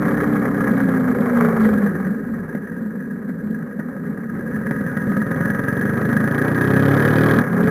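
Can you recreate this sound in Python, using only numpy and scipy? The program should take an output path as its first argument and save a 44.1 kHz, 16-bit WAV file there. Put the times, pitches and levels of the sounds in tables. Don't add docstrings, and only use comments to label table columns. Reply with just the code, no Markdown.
import sys
import numpy as np
from scipy import signal
from scipy.fft import rfft, irfft, next_fast_len
from scipy.io import wavfile
from scipy.ndimage import uniform_filter1d

SR = 44100
rng = np.random.default_rng(int(sys.argv[2]) if len(sys.argv) > 2 else 0)


def boost(x):
    u = np.asarray(x, float) / 20
    return 10 ** u


def wrap_up_sound(samples):
    columns = np.atleast_2d(samples).T
    tamed = np.clip(columns, -1, 1)
    steps = np.round(tamed * 32767).astype(np.int16)
    wavfile.write(sys.argv[1], SR, steps)


N = 339570
SECONDS = np.arange(N) / SR
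FREED_S = 2.11

# f/Hz, width/Hz, level/dB
FRAME_MODES = [(107, 150, -44), (170, 29.8, -3.5), (212.9, 48, 0), (238.6, 54, -6), (402, 62, -9.5),
               (470.4, 51.4, -9.5), (531.8, 69, -12)]
# f/Hz, width/Hz, level/dB
CASE_MODES = [(970, 68, -12), (1259, 77, -5), (1475, 39, -6.5), (1649, 112, 1.5), (1811, 137, -10.5),
              (1877, 73, -8)]
# f/Hz, level/dB per Hz
CRACK_COLOUR = [(1470, -34), (2500, 11), (2680, -3.5), (3100, 7.5), (5500, -7.5), (6120, -34), (7000, -13),
                (9100, -23), (15400, -120)]


def unit(x):
    return x / np.sqrt(np.mean(x ** 2))


def along(table):
    s, *columns = np.transpose(table)
    return [np.interp(SECONDS, s, c, left=c[0], right=c[-1]) for c in columns]


def colour(x, points):
    size = next_fast_len(N + SR, True) // 2 * 2
    hz, db = np.transpose(points)
    log_hz = np.log(np.fft.rfftfreq(size, 1 / SR) + 1)
    log_gain = np.interp(log_hz, np.log(hz), db) * np.log(10) / 20
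    cepstrum = irfft(log_gain, size)
    cepstrum[1:size // 2] *= 2
    cepstrum[size // 2 + 1:] = 0
    return irfft(rfft(x, size) * np.exp(rfft(cepstrum)), size)[:N]


def ring(x, hz, width):
    b, a = signal.iirpeak(hz, hz / (1.173 * width), SR)
    return signal.lfilter(b, a, signal.lfilter(b, a, x))


def walk(rate):
    hold = int(SR / rate)
    steps = np.repeat(rng.standard_normal(N // hold + 1), hold)
    return 1.125 * uniform_filter1d(uniform_filter1d(steps, hold), hold)[:N]


def decay(x, seconds):
    return signal.lfilter([1], [1, -np.exp(-1 / (seconds * SR))], x)


def bump(centre_s, length_s):
    return np.exp(-((SECONDS - centre_s) / length_s) ** 2)


def effort_db(law, throttle, road):
    rest, pull, jolt = law
    return rest + pull * throttle + jolt * road


def firings(turns, scatter_db, echo_db, count):
    pipe_echo_s = .0072
    at = np.flatnonzero(np.diff(np.floor(turns)))
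    late = (np.ceil(turns[at]) - turns[at]) / (turns[at + 1] - turns[at])
    charge = np.minimum(rng.standard_normal(len(at)), .9)
    size = boost(np.broadcast_to(scatter_db, N)[at] * charge)
    spikes = np.zeros(N)
    spikes[at] = size * (1 - late)
    spikes[at + 1] = size * late
    lag = int(pipe_echo_s * SR)
    return sum(boost(k * echo_db) * np.roll(spikes, k * lag) for k in range(count + 1))


def body(modes, drive, flicker_db, rate):
    total = 0
    for hz, width, db in modes:
        mode = unit(ring(drive * rng.standard_normal(N), hz, width))
        total = total + boost(db + flicker_db * walk(rate)) * np.sqrt(width) * mode
    return unit(total)


def struck_case(blows):
    rings = 0
    for hz, width, db in CASE_MODES:
        b, a = signal.iirpeak(hz, hz / width, SR)
        rings = rings + boost(db) * signal.lfilter(b, a, blows)
    return signal.sosfilt(signal.butter(10, 2020, fs=SR, output="sos"), rings)


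def hum(table, waver_hz, flutter_db):
    hz, db = along(table)
    sounding = (SECONDS >= table[0][0]) & (SECONDS <= table[-1][0])
    gate = uniform_filter1d(sounding * 1., size=1024)
    tone = np.sin(2 * np.pi * np.cumsum(hz + waver_hz * walk(14)) / SR)
    return np.sqrt(2) * gate * boost(db + flutter_db * walk(15)) * tone


def wind(roar_db):
    # f/Hz, level/dB per Hz
    wind_colour = [(15, -56), (25, -5), (40, -14.5), (70, -3.5), (120, -2), (400, -12), (800, -58)]
    gusts_db = -45.0 + 0.28 * (roar_db + 46.5) + 4.0 * walk(9.1)
    return boost(gusts_db) * unit(colour(rng.standard_normal(N), wind_colour))


def road_roar(even, roar_db):
    # f/Hz, level/dB per Hz
    roar_colour = [(400, -22.5), (600, -5), (800, 0), (900, -8), (1100, -0.5), (1400, -1.5), (2000, -11),
                   (2250, -13.5), (2550, -33.5), (4000, -55)]
    swell = boost(3.2 * walk(40)) + 1.8 * decay(even, 0.0039)
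    return boost(roar_db) * unit(colour(swell * rng.standard_normal(N), roar_colour))


def knocks():
    # t/s, frame thump level/dB, case rattle level/dB
    blow_table = [(0.042, -9, -28), (0.108, -3, -23), (0.356, -6, -19), (0.453, 0, -11.5), (0.641, -7, -11),
                  (0.673, -4, -21), (0.799, 0.5, -10), (0.887, 4, -15), (0.961, -14, -18), (1.03, -15, -33),
                  (1.187, 2, -32), (1.653, 0.5, -11.5), (1.711, -23, -19), (2.066, -4, -19),
                  (2.491, -9, -24), (2.549, 0, -18.5), (2.927, -33, -34), (3.293, -7.5, -21.5),
                  (3.793, -1.5, -22), (4.062, -25, -25), (4.129, -29, -33), (4.391, -9, -27),
                  (4.665, -20, -15), (4.709, 1, -8.5), (4.807, -4, -21), (4.967, -1, -12.5),
                  (5.165, -2, -14)]
    crack_below_rattle_db = -34
    s, thump_db, rattle_db = np.transpose(blow_table)
    blows = np.zeros((3, N))
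    blows[:, (s * SR).astype(int)] = boost([thump_db, rattle_db, rattle_db + crack_below_rattle_db])
    thump = sum(boost(db) * ring(blows[0], hz, width) for hz, width, db in FRAME_MODES)
    rattle = struck_case(decay(blows[1], 0.0093) * rng.standard_normal(N) / 6)
    crack = colour(decay(blows[2], 0.0054) * rng.standard_normal(N), CRACK_COLOUR)
    return boost(33.0) * thump + boost(22.5) * rattle + crack


def case_buzz(low, overrun):
    slack = np.clip(-low - .14, 0, .22) ** 2
    return boost(-8.5 - 4 * overrun) * colour(slack * rng.standard_normal(N), CRACK_COLOUR)


def case_clatter(even, throttle, note_db, case_db):
    idle_throb = 0.35
    drive = boost(2.0 * walk(60)) + 2.9 * decay(even, 0.0016)
    drive = drive + idle_throb * (1 - throttle) * decay(even, 0.035)
    case = body(CASE_MODES, drive, flicker_db=1.1, rate=12)
    pull_db = np.clip(1.3 * (note_db + 28), -14, 0)
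    case = case + boost(pull_db - 9) * unit(struck_case(np.roll(even, SR // 1000)))
    return boost(case_db - 1.5) * case


def frame_drone(clatter, throttle, road, roar_db):
    drone_law = (-27, 0.1, 6.6)
    loaded_db, loaded_from = -17, 0.78
    slip_s, slip_length_s, slip_db = 4.78, 0.47, 2.5
    drone_db = effort_db(drone_law, throttle, road)
    drone_db = drone_db + loaded_db * np.clip(throttle - loaded_from, 0, None)
    drone_db = drone_db + slip_db * bump(slip_s, slip_length_s)
    shake = 1 + 0.12 * decay(clatter, 0.016)
    frame = body(FRAME_MODES[:4], shake * boost(0.78 * walk(28)), flicker_db=2.5, rate=9)
    upper_db = -8.5 + 0.44 * (roar_db + 38.5)
    frame = frame + boost(upper_db) * body(FRAME_MODES[4:], shake, flicker_db=2.0, rate=11)
    return boost(drone_db) * frame


def drive_hums():
    # t/s, f/Hz, level/dB
    braking_whine = [
        (1.1, 465, -50),
        (1.25, 452.6, -49),
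        (1.45, 425, -25),
        (1.7, 398.6, -37.5),
        (2.0, 364, -39.5),
    ]
    shift_boom = [
        (7.3, 250, -34),
        (7.4, 232, -23),
        (7.5, 210, -27),
        (7.58, 207, -28),
        (7.7, 242, -23),
    ]
    shift_hum = [
        (7.5, 398.6, -46),
        (7.56, 393.3, -27),
        (7.62, 421.4, -24),
        (7.7, 444, -23.5),
    ]
    shift_groan = [
        (7.5, 172.3, -27),
        (7.57, 174.5, -23),
        (7.65, 175, -19),
        (7.7, 177, -21),
    ]
    whine = hum(braking_whine, 6.0, 3.7)
    shift = hum(shift_boom, 1.8, 0.83) + hum(shift_hum, 2.73, 3.3) + hum(shift_groan, 1.98, 1.5)
    return whine + shift


def braking(turns, rate):
    braking_lines = [(2, -44, 5), (4, -29, 2.2), (5, -40, 4), (6, -30, 2), (7, -27, 2), (8, -29, 2)]
    clutch_in_s = 2.1
    mesh_db, mesh_peak_hz, mesh_width_hz, mesh_floor_db = -18, 225.7, 43.4, -35
    dip_s, dip_length_s, dip_db = 1.958, 0.049, -13
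    engaged = uniform_filter1d((SECONDS < clutch_in_s) * 1., size=2048)
    lines = 0
    for k, db, loss in braking_lines:
        sinking_db = db - loss * SECONDS ** 2 / 2 * (4 + SECONDS * (k > 5))
        level = boost(sinking_db + 1.5 * walk(2.2))
        lines = lines + level * np.sin(2 * np.pi * (k * turns + rng.random()))
    detune = (9 * rate - mesh_peak_hz) / mesh_width_hz
    swell = boost(mesh_floor_db) + boost(mesh_db) / (1 + detune ** 2)
    swell = swell * boost(dip_db * bump(dip_s, dip_length_s))
    swell = swell * uniform_filter1d((SECONDS < FREED_S) * 1., size=4096)
    mesh = swell * boost(2.5 * walk(18)) * np.sin(2 * np.pi * (9 * turns + .06 * walk(10)))
    return np.sqrt(2) * (engaged * lines + mesh)


def pulling(turns, throttle):
    pulling_lines = [(8, -27), (9, -31), (11, -27), (13, -33)]
    load_db = 45 * (np.clip(throttle, 0, 1) - 1)
    lines = 0
    for k, db in pulling_lines:
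        level = boost(db + load_db + 3 * walk(7))
        lines = lines + level * np.sin(2 * np.pi * (k * turns + rng.random()))
    return np.sqrt(2) * lines


def gas_crack(even, crack_db):
    puffs = .05 + decay(even ** 1.4, .0025)
    return boost(crack_db) * unit(colour(puffs * rng.standard_normal(N), CRACK_COLOUR))


def exhaust_note(turns, rate, note_db, overrun):
    # f/Hz, level/dB
    exhaust_colour = [(20, -96), (40, -62), (70, -12.5), (100, 5), (140, 3), (200, 4), (260, 1.2),
                      (330, -3), (450, -8.5), (600, -10), (900, -36.5), (1500, -51), (3000, -61)]
    overrun_db, lead_s = -7, .001
    bangs = firings(turns, 1.1, echo_db=-5, count=5)
    note = unit(colour(bangs / np.sqrt(rate), exhaust_colour))
    return boost(note_db + overrun_db * overrun) * np.roll(note, -int(lead_s * SR))


def scene():
    # t/s, firing rate/Hz
    firing_rate = [(0.0, 33.46), (0.6, 31.52), (1.0, 28.59), (1.4, 26.24), (2.05, 20.75), (2.9, 21.23),
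                   (3.75, 10.66), (4.6, 20.68), (4.85, 19.09), (5.25, 20.66), (5.6, 22.04), (6.2, 27.16),
                   (7.0, 35.95), (7.2, 38.92), (7.4, 40.01), (7.55, 27.0), (7.7, 29.5)]
    # t/s, throttle 0-1, road shake 0-1
    effort = [(0, 0.69, 0.86), (.9, 0.56, 0.77), (1.5, 0.54, 0.97), (1.8, 0.63, 0.74), (2.2, 0.27, 0.33),
              (2.8, 0.16, 0.1), (3.4, 0.09, 0.09), (4.3, 0.27, 0.21), (4.55, 0.44, 0.27),
              (4.75, 0.56, 0.23), (5.1, 0.65, 0.44), (5.7, 0.76, 0.58), (6.3, .83, 0.72), (6.9, 1, 0.93),
              (7.38, 1, 1), (7.45, 0.65, .78), (7.6, 0.73, 0.79), (7.7, 0.85, .95)]
    # level at rest/dB, gain at full throttle/dB, gain at full shake/dB
    note_law = (-52.5, 37.1, 0.1)
    case_law = (-43.5, 26.6, -5.5)
    crack_law = (-99, 47.1, 9.6)
    roar_law = (-50.5, 0.1, 23.5)
    rate, = along(firing_rate)
    turns = .3 + np.cumsum(rate) / SR
    throttle, road = along(effort)
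    note_db = effort_db(note_law, throttle, road)
    case_db = effort_db(case_law, throttle, road)
    crack_db = effort_db(crack_law, throttle, road)
    roar_db = effort_db(roar_law, throttle, road)
    overrun = SECONDS < FREED_S
    clatter = firings(turns, 1.8 + 3 * overrun, np.clip(rate - 36, -20, -3), count=1)
    even = clatter * np.sqrt(25 / rate)

    drive = braking(turns, rate) + drive_hums() + pulling(turns, throttle * ~overrun)
    low = exhaust_note(turns, rate, note_db, overrun) + drive + knocks()
    low = low + frame_drone(clatter, throttle, road, roar_db)
    high = case_clatter(even, throttle, note_db, case_db) + gas_crack(even, crack_db)
    high = high + case_buzz(low, overrun)
    return (low + high + road_roar(even, roar_db) + wind(roar_db))[None]


def roll_off(x):
    return signal.sosfilt(signal.butter(12, 15710, fs=SR, output="sos"), x)


def record(dry):
    camera_rate, top_hz = 32000, 15750
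    own = signal.resample_poly(np.tanh(.9 * dry) / .9, 320, 441, axis=1)
    nearest = np.minimum(np.arange(N) * camera_rate // SR, own.shape[1] - 1)
    held = own[:, nearest]
    mix = signal.sosfilt(signal.ellip(10, .2, 80, top_hz, fs=SR, output="sos"), held)
    return roll_off(mix)


dry = scene()
out = record(dry)
wrap_up_sound(out)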